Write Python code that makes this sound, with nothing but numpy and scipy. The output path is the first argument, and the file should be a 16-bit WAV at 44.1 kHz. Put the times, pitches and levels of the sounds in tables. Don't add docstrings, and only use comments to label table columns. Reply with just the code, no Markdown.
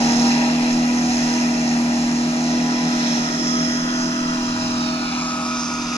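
import sys
import numpy as np
from scipy import signal
from scipy.fft import rfft, irfft, next_fast_len
from scipy.io import wavfile
from scipy.ndimage import uniform_filter1d, map_coordinates

SR = 44100
rng = np.random.default_rng(int(sys.argv[2]) if len(sys.argv) > 2 else 0)


def transcribe(u):
    v = np.clip(np.atleast_2d(u).T, -1, 1)
    q = np.round(v * 32767).astype(np.int16)
    wavfile.write(sys.argv[1], SR, q)


N = 263277
TIME = np.arange(N) / SR
FFT_SIZE = next_fast_len(N + 4096)
HZ = np.arange(FFT_SIZE // 2 + 1) * SR / FFT_SIZE
LOG_HZ = np.log(HZ + 1)


def undb(db):
    return 10 ** (np.asarray(db) / 20)


def curve(table):
    times_s, *columns = np.transpose(table)
    return [np.interp(TIME, times_s, column) for column in columns]


def contour(table):
    hz, db = np.transpose(table)
    return undb(np.interp(LOG_HZ, np.log(hz), db))


def resonances(modes, hz=HZ):
    return undb(sum(db / (1 + (2 * (hz - centre) / width) ** 2) for centre, width, db in modes))


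def filtered(x, response):
    return irfft(rfft(x, FFT_SIZE) * response, FFT_SIZE)[:N]


def delayed(x, lag_ms):
    return map_coordinates(x, [np.arange(N) - lag_ms * SR / 1000], order=3, mode="nearest")


def noise(spectrum):
    x = filtered(rng.standard_normal(N), contour(spectrum))
    return x / x.std()


def wander(rate_hz):
    hold = int(SR / rate_hz)
    steps = np.repeat(rng.standard_normal(N // hold + 1), hold)
    return 1.47 * uniform_filter1d(uniform_filter1d(steps, hold), hold)[:N]


def tone(phase, db, flicker_db, slip_rad, rate_hz):
    amplitude = np.sqrt(2) * undb(db + flicker_db * wander(rate_hz))
    return amplitude * np.cos(phase + slip_rad * wander(rate_hz))


def layer_db(name):
    trends = {"drone": (-21, -2.31), "hiss": (-32.5, -0.41), "whistle": (-43, -0.36), "gas": (-33.5, -0.22),
              "blade tones": (-32, -3), "low exhaust": (-43, -0.064), "middle exhaust": (-41, -0.81),
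              "high exhaust": (-41.5, 0.23), "side tones": (-0.68, 0.11), "thump": (-49.5, -1.08),
              "hum": (-64, .1), "shed": (-49.5, 0.1)}
    # layer, centre in seconds, half length in seconds, lift in dB.
    swells = [("hiss", 0.12, 0.35, 3.2), ("hiss", 1.255, 0.19, 2.7), ("hiss", 3.06, 0.19, 2.6),
              ("hiss", 6.1, 0.26, 2.3), ("whistle", 0.12, 0.27, 6.7), ("whistle", 1.24, 0.14, 5.3),
              ("whistle", 2.12, 0.33, -12), ("whistle", 3.16, 0.19, 6), ("whistle", 3.64, 0.35, 8.4),
              ("whistle", 2.89, 0.2, 3.4), ("whistle", 4.28, 0.23, 3.7), ("whistle", 5.59, 0.16, 5.4),
              ("gas", 0.069, 0.4, 4.3), ("blade tones", 3.1, 0.68, 7.9), ("blade tones", 6.2, 0.35, 2.7),
              ("gas", 6.4, 1, -3.1), ("shed", 2.92, 0.58, 14.4), ("shed", 4.2, 0.75, 2.5),
              ("low exhaust", 0.38, 0.27, 1.9), ("low exhaust", 1, 0.18, -10),
              ("low exhaust", 2.8, 0.45, -2.5), ("low exhaust", 4.75, 1, 6.5),
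              ("low exhaust", 4.9, 0.18, 6.4), ("middle exhaust", 0.13, 0.45, 8.6),
              ("middle exhaust", 1.29, 0.15, 4.6), ("middle exhaust", 4.63, 0.28, 3.7),
              ("high exhaust", 3.8, 0.49, 2.2), ("high exhaust", 5.2, 0.27, 5), ("thump", 1, 0.35, 4.3),
              ("thump", 3.4, 0.45, -2.5), ("thump", 5.67, 0.38, 2.6), ("hum", 4.76, 0.43, 9.8),
              ("side tones", 5.6, 0.33, -4.5), ("side tones", 3.5, 1, 0.98), ("drone", 1, 0.57, -0.34),
              ("drone", 3.3, 0.13, -2.3), ("drone", 5.08, 0.058, -2)]
    start_db, db_per_s = trends[name]
    swell_db = sum(db * np.exp(-((TIME - centre_s) / half_s) ** 2)
                   for layer, centre_s, half_s, db in swells if layer == name)
    return start_db + db_per_s * TIME + swell_db


def rush(fire_rad, shaft_rad):
    # frequency in Hz, relative density in dB.
    gas_spectrum = [(90, -21), (130, -13), (300, -4), (450, -12.5), (700, 1), (1000, -8.5), (1400, -9),
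                    (2200, -47)]
    hiss_spectrum = [(1000, -37), (1600, 3.5), (3000, -0.5), (5000, -3), (6800, -7), (8000, -15.5),
                     (10600, -14.5), (12000, -28.5), (15300, -41)]
    whistle_spectrum = [(4500, -58), (5000, 5.5), (5600, 6.5), (5900, 1.5), (6400, 4), (7000, -30.5)]
    gas = undb(layer_db("gas")) * noise(gas_spectrum)
    hiss = undb(layer_db("hiss")) * noise(hiss_spectrum)
    whistle = undb(layer_db("whistle")) * noise(whistle_spectrum)
    firing, blade_pass = np.cos(fire_rad), np.cos(2 * shaft_rad)
    puffs = gas * (1 + 0.084 * firing + 0.12 * blade_pass)
    return puffs + (hiss + whistle) * (1 + 0.068 * firing + 0.072 * blade_pass)


def air_path(x, slow_db=1.24, quick_db=1.43, loss_db_per_s_at_10khz=0.18):
    centres_hz = np.geomspace(80, 16000, num=12)
    heard = np.zeros(N)
    for hz in centres_hz:
        band = filtered(x, np.interp(LOG_HZ, np.log(centres_hz), centres_hz == hz))
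        loss_db = loss_db_per_s_at_10khz * TIME * (hz / 10000) ** 2
        heard += band * undb(slow_db * wander(2.86) + quick_db * wander(14) - loss_db)
    return heard


def drone(fire_rad, shaft_rad, waver_db=0.4):
    # firing multiple, shaft multiple, relative level in dB, slope in dB/s.
    partials = [(0, 4, -19.5, 1), (0, 8, -18, 0.52), (1, 0, -16, 1), (1, 1, -19.5, 1.5), (1, 2, 1, 0.5),
                (1, 3, -12.5, 1.39), (1, 4, -19, 2), (2, 0, -19, 0.5), (2, 2, -27.5, 1.5)]
    gain = undb(layer_db("drone") + waver_db * wander(5.5))
    side_db = layer_db("side tones")
    lead_rad = {(1, 0): np.pi, (1, 1): np.pi, (1, 4): np.pi / 2}
    tones = np.zeros(N)
    for m, k, db, db_per_s in partials:
        phase = m * fire_rad + k * shaft_rad + lead_rad.get((m, k), 0)
        level_db = db + db_per_s * TIME + side_db * ((m, k) != (1, 2))
        tones += tone(phase, level_db, flicker_db=0.68, slip_rad=0.17, rate_hz=9.9)
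    return gain * tones


def bass(shaft_rad, hum_hz=101.7):
    thump = tone(2 * shaft_rad, layer_db("thump"), flicker_db=3, slip_rad=0.22, rate_hz=5.74)
    hum = tone(2 * np.pi * hum_hz * TIME, layer_db("hum"), flicker_db=3.5, slip_rad=3.7, rate_hz=5.4)
    return thump + hum


def rasp(fire_rad, shaft_rad):
    # shaft multiple, relative level in dB.
    blade_partials = [(10, -16.5), (14, -15.5), (16, -24), (18, -7), (20, -4.5), (22, -12), (24, -7.5),
                      (32, -8)]
    # firing multiple, shaft multiple, relative level in dB.
    exhaust_groups = [
        [(4, 0, 5), (4, 2, -16)],
        [(3, 0, -8), (4, 4, -3), (5, 0, -9), (5, 4, -3.5), (6, 0, -6.5)],
        [(7, 2, -16), (8, 0, -2.5), (9, 0, -5.5), (9, 2, -22), (10, 0, -27), (12, 0, -5.5), (15, 0, -12)],
    ]
    blades = sum(tone(k * shaft_rad, db, flicker_db=3, slip_rad=1.58, rate_hz=14)
                 for k, db in blade_partials)
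    exhaust = np.zeros(N)
    for name, partials in zip(("low exhaust", "middle exhaust", "high exhaust"), exhaust_groups):
        group = sum(tone(m * fire_rad + k * shaft_rad, db, flicker_db=2.45, slip_rad=0.5, rate_hz=14)
                    for m, k, db in partials)
        exhaust += undb(layer_db(name)) * group
    return undb(layer_db("blade tones")) * blades + exhaust


def shed_echo(fire_hz, shaft_hz, lag_s=0.12, doppler_ratio=1.024):
    # firing multiple, shaft multiple, relative level in dB.
    partials = [(0, 4, -7.5), (4, 0, -10), (6, 0, -3), (8, 0, -2.5)]
    echo_hz = [doppler_ratio * np.interp(TIME - lag_s, TIME, hz) for hz in (fire_hz, shaft_hz)]
    fire_rad, shaft_rad = 2 * np.pi * np.cumsum(echo_hz, axis=1) / SR
    echo = sum(tone(m * fire_rad + k * shaft_rad, db, flicker_db=2.5, slip_rad=0.45, rate_hz=9)
               for m, k, db in partials)
    return undb(layer_db("shed")) * echo


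def ground_echo(x, cutoff_hz=6500):
    # time in seconds, lag in ms, gain.
    reflection = [(0, .46, .45), (2.2, .47, .5), (2.75, .5, .55), (3.35, .54, .65), (3.65, .575, .65),
                  (3.95, .63, .65), (4.25, .66, .65), (4.55, .71, .7), (4.85, .76, .8), (5.15, .78, .8),
                  (5.45, .8, .75), (5.97, .83, .75)]
    lag_ms, gain = curve(reflection)
    dull = filtered(x, 1 / np.sqrt(1 + (HZ / cutoff_hz) ** 2))
    return gain * delayed(dull, lag_ms)


def scattered_rush(fire_rad, shaft_rad):
    # frequency in Hz, gain in dB.
    share = [(300, -14.5), (550, -4), (800, -13), (1150, -2), (1500, -4.5), (2000, -4.5), (3300, -4),
             (4200, -4.5), (5500, -4.5), (7000, -1), (8000, -0.5), (12000, 0)]
    return filtered(rush(fire_rad, shaft_rad), contour(share))


def left_port(x):
    # centre in Hz, width in Hz, gain in dB.
    modes = [(650, 210, 3), (950, 170, -1.5), (1170, 190, 4), (2720, 380, 4), (3480, 640, -0.5),
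             (4300, 250, 1), (5150, 820, 2), (6620, 140, 6), (7130, 1400, 0.5)]
    return filtered(x, resonances(modes))


def right_port(direct, ground, ground_cutoff_hz=2380, path_stretch=0.215):
    # frequency in Hz, gain in dB.
    tilt = [(30, -2), (150, -4), (1500, 1.5), (2500, -0.5), (7500, 2), (9000, -11), (10700, -9),
            (11300, -30), (15300, -19)]
    # centre in Hz, width in Hz, gain in dB.
    shaded_modes = [(325, 1000, 3.5), (622, 85, -10), (924, 120, 6), (1490, 430, 1.5), (1780, 180, -18),
                    (2074, 270, 9.5), (2145, 580, -7), (2860, 260, 5), (3320, 980, -1), (4180, 114, 7.5),
                    (4380, 180, -2), (5280, 520, 11), (5750, 220, -3), (6180, 330, 8.5), (7450, 1300, 3)]
    swing_modes = [(3060, 240, 9), (4880, 250, 8), (6300, 320, 3)]
    facing_modes = [(270, 1100, 4), (500, 95, 2), (850, 92, -10), (1230, 350, 5), (1580, 260, -8),
                    (2250, 560, -7.5), (3270, 820, 1), (4700, 370, 2), (5000, 240, 7.5), (5650, 200, 0),
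                    (6100, 1000, 7)]
    # frequency in Hz, phase behind the left port in radians.
    shaded_lag = [(0, 0), (250, .12), (520, 1), (690, 0), (1000, .1), (1130, 2.4), (1720, 2.4), (1900, 1.4),
                  (2250, 3.7), (2900, 9.3), (3100, 9.8), (3600, 15.5), (4050, 19.3), (4600, 21.9),
                  (4800, 20.9), (5050, 22), (5700, 24.1), (6000, 23.2), (6400, 25.6), (6600, 24.4),
                  (7000, 25.5), (7700, 26.8), (14900, 33)]
    facing_lag = [(0, 0), (600, .6), (1000, 1.9), (1200, 1.5), (1550, 3.7), (1800, 2.5), (2100, 4.7),
                  (2400, 8.5), (3000, 11.1), (3500, 15.6), (4200, 17.2), (4400, 15.9), (5000, 17.8),
                  (5700, 18.9), (6500, 20.6), (7900, 24.7), (14900, 33)]
    # time in seconds, share turned, earlier arrival in ms, share arriving straight.
    turn = [(0, 0, 0, 0), (3.4, 0, 0, 0), (4.3, .1, .005, 0), (4.7, .2, .02, 0), (4.82, .38, .035, .05),
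            (5, .8, .06, .15), (5.15, 1, .085, .35), (5.4, 1, .12, .9), (5.97, .95, .18, 1)]
    turned, early_ms, straight = curve(turn)
    dull_ground = filtered(ground, 1 / np.sqrt(1 + (HZ / ground_cutoff_hz) ** 4))
    arriving = filtered(direct + dull_ground, contour(tilt))
    framing = dict(fs=SR, nperseg=2048, noverlap=1536)
    hz, frame_s, spectra = signal.stft(arriving, **framing)
    turned, straight = np.interp(frame_s, TIME, turned), np.interp(frame_s, TIME, straight)
    slid_hz = np.outer(hz, 1 + path_stretch * turned)
    swing = np.clip(3 * turned - 0.4, 0, 1)
    shaded_gain = resonances(shaded_modes, slid_hz) * resonances(swing_modes, slid_hz) ** swing
    shaded = shaded_gain * np.exp(-1j * np.interp(slid_hz, *np.transpose(shaded_lag)))
    facing = resonances(facing_modes, hz) * np.exp(-1j * np.interp(hz, *np.transpose(facing_lag)))
    response = shaded * (1 - straight) + np.outer(facing, straight)
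    _, heard = signal.istft(spectra * response, **framing)
    return delayed(heard[:N], -early_ms)


def wind(level_db=-51, gust_db=2.2, side_db=-17):
    # frequency in Hz, relative density in dB.
    spectrum = [(15, 52), (35, 22), (50, -21), (70, -4), (120, 0), (200, -44)]
    rumble = noise(spectrum) * undb(level_db + gust_db * wander(4.7))
    buffet = rumble.std() * noise(spectrum) * undb(side_db)
    return np.array([rumble + buffet, rumble - buffet])


def scene():
    # time in seconds, firing rate + blade rate in Hz.
    pitch = [(0, 237.5), (.12, 238), (.32, 240), (.52, 241.4), (.9, 243.4), (1.12, 241.1), (1.36, 242.4),
             (1.58, 239.8), (2.1, 239.9), (2.35, 242), (2.72, 243.8), (2.9, 242.6), (3.12, 238.9),
             (3.32, 239.9), (3.72, 244.2), (3.92, 245.2), (4.34, 245.3), (4.68, 242.8), (5.14, 244),
             (5.36, 243.6), (5.72, 242), (5.97, 241.4)]
    sum_tone_hz, = curve(pitch)
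    shaft_hz = 40.94 + 0.155 * TIME
    fire_hz = sum_tone_hz - 2 * shaft_hz
    fire_rad, shaft_rad = 2 * np.pi * np.cumsum([fire_hz, shaft_hz], axis=1) / SR
    craft = air_path(rush(fire_rad, shaft_rad))
    craft += drone(fire_rad, shaft_rad) + bass(shaft_rad) + rasp(fire_rad, shaft_rad)
    craft += shed_echo(fire_hz, shaft_hz)
    ground = ground_echo(craft)
    left = left_port(craft + ground + scattered_rush(fire_rad, shaft_rad))
    right = right_port(craft + scattered_rush(fire_rad, shaft_rad), ground)
    return np.array([left, right]) + wind()


def record(dry, fade_s=0.004, cutoff_hz=15350):
    fade = np.clip(np.minimum(TIME, TIME[::-1]) / fade_s, 0, 1)
    lowpass = signal.ellip(12, 0.2, 80, cutoff_hz, fs=SR, output="sos")
    return signal.sosfilt(lowpass, dry * fade)


dry = scene()
out = record(dry)
transcribe(out)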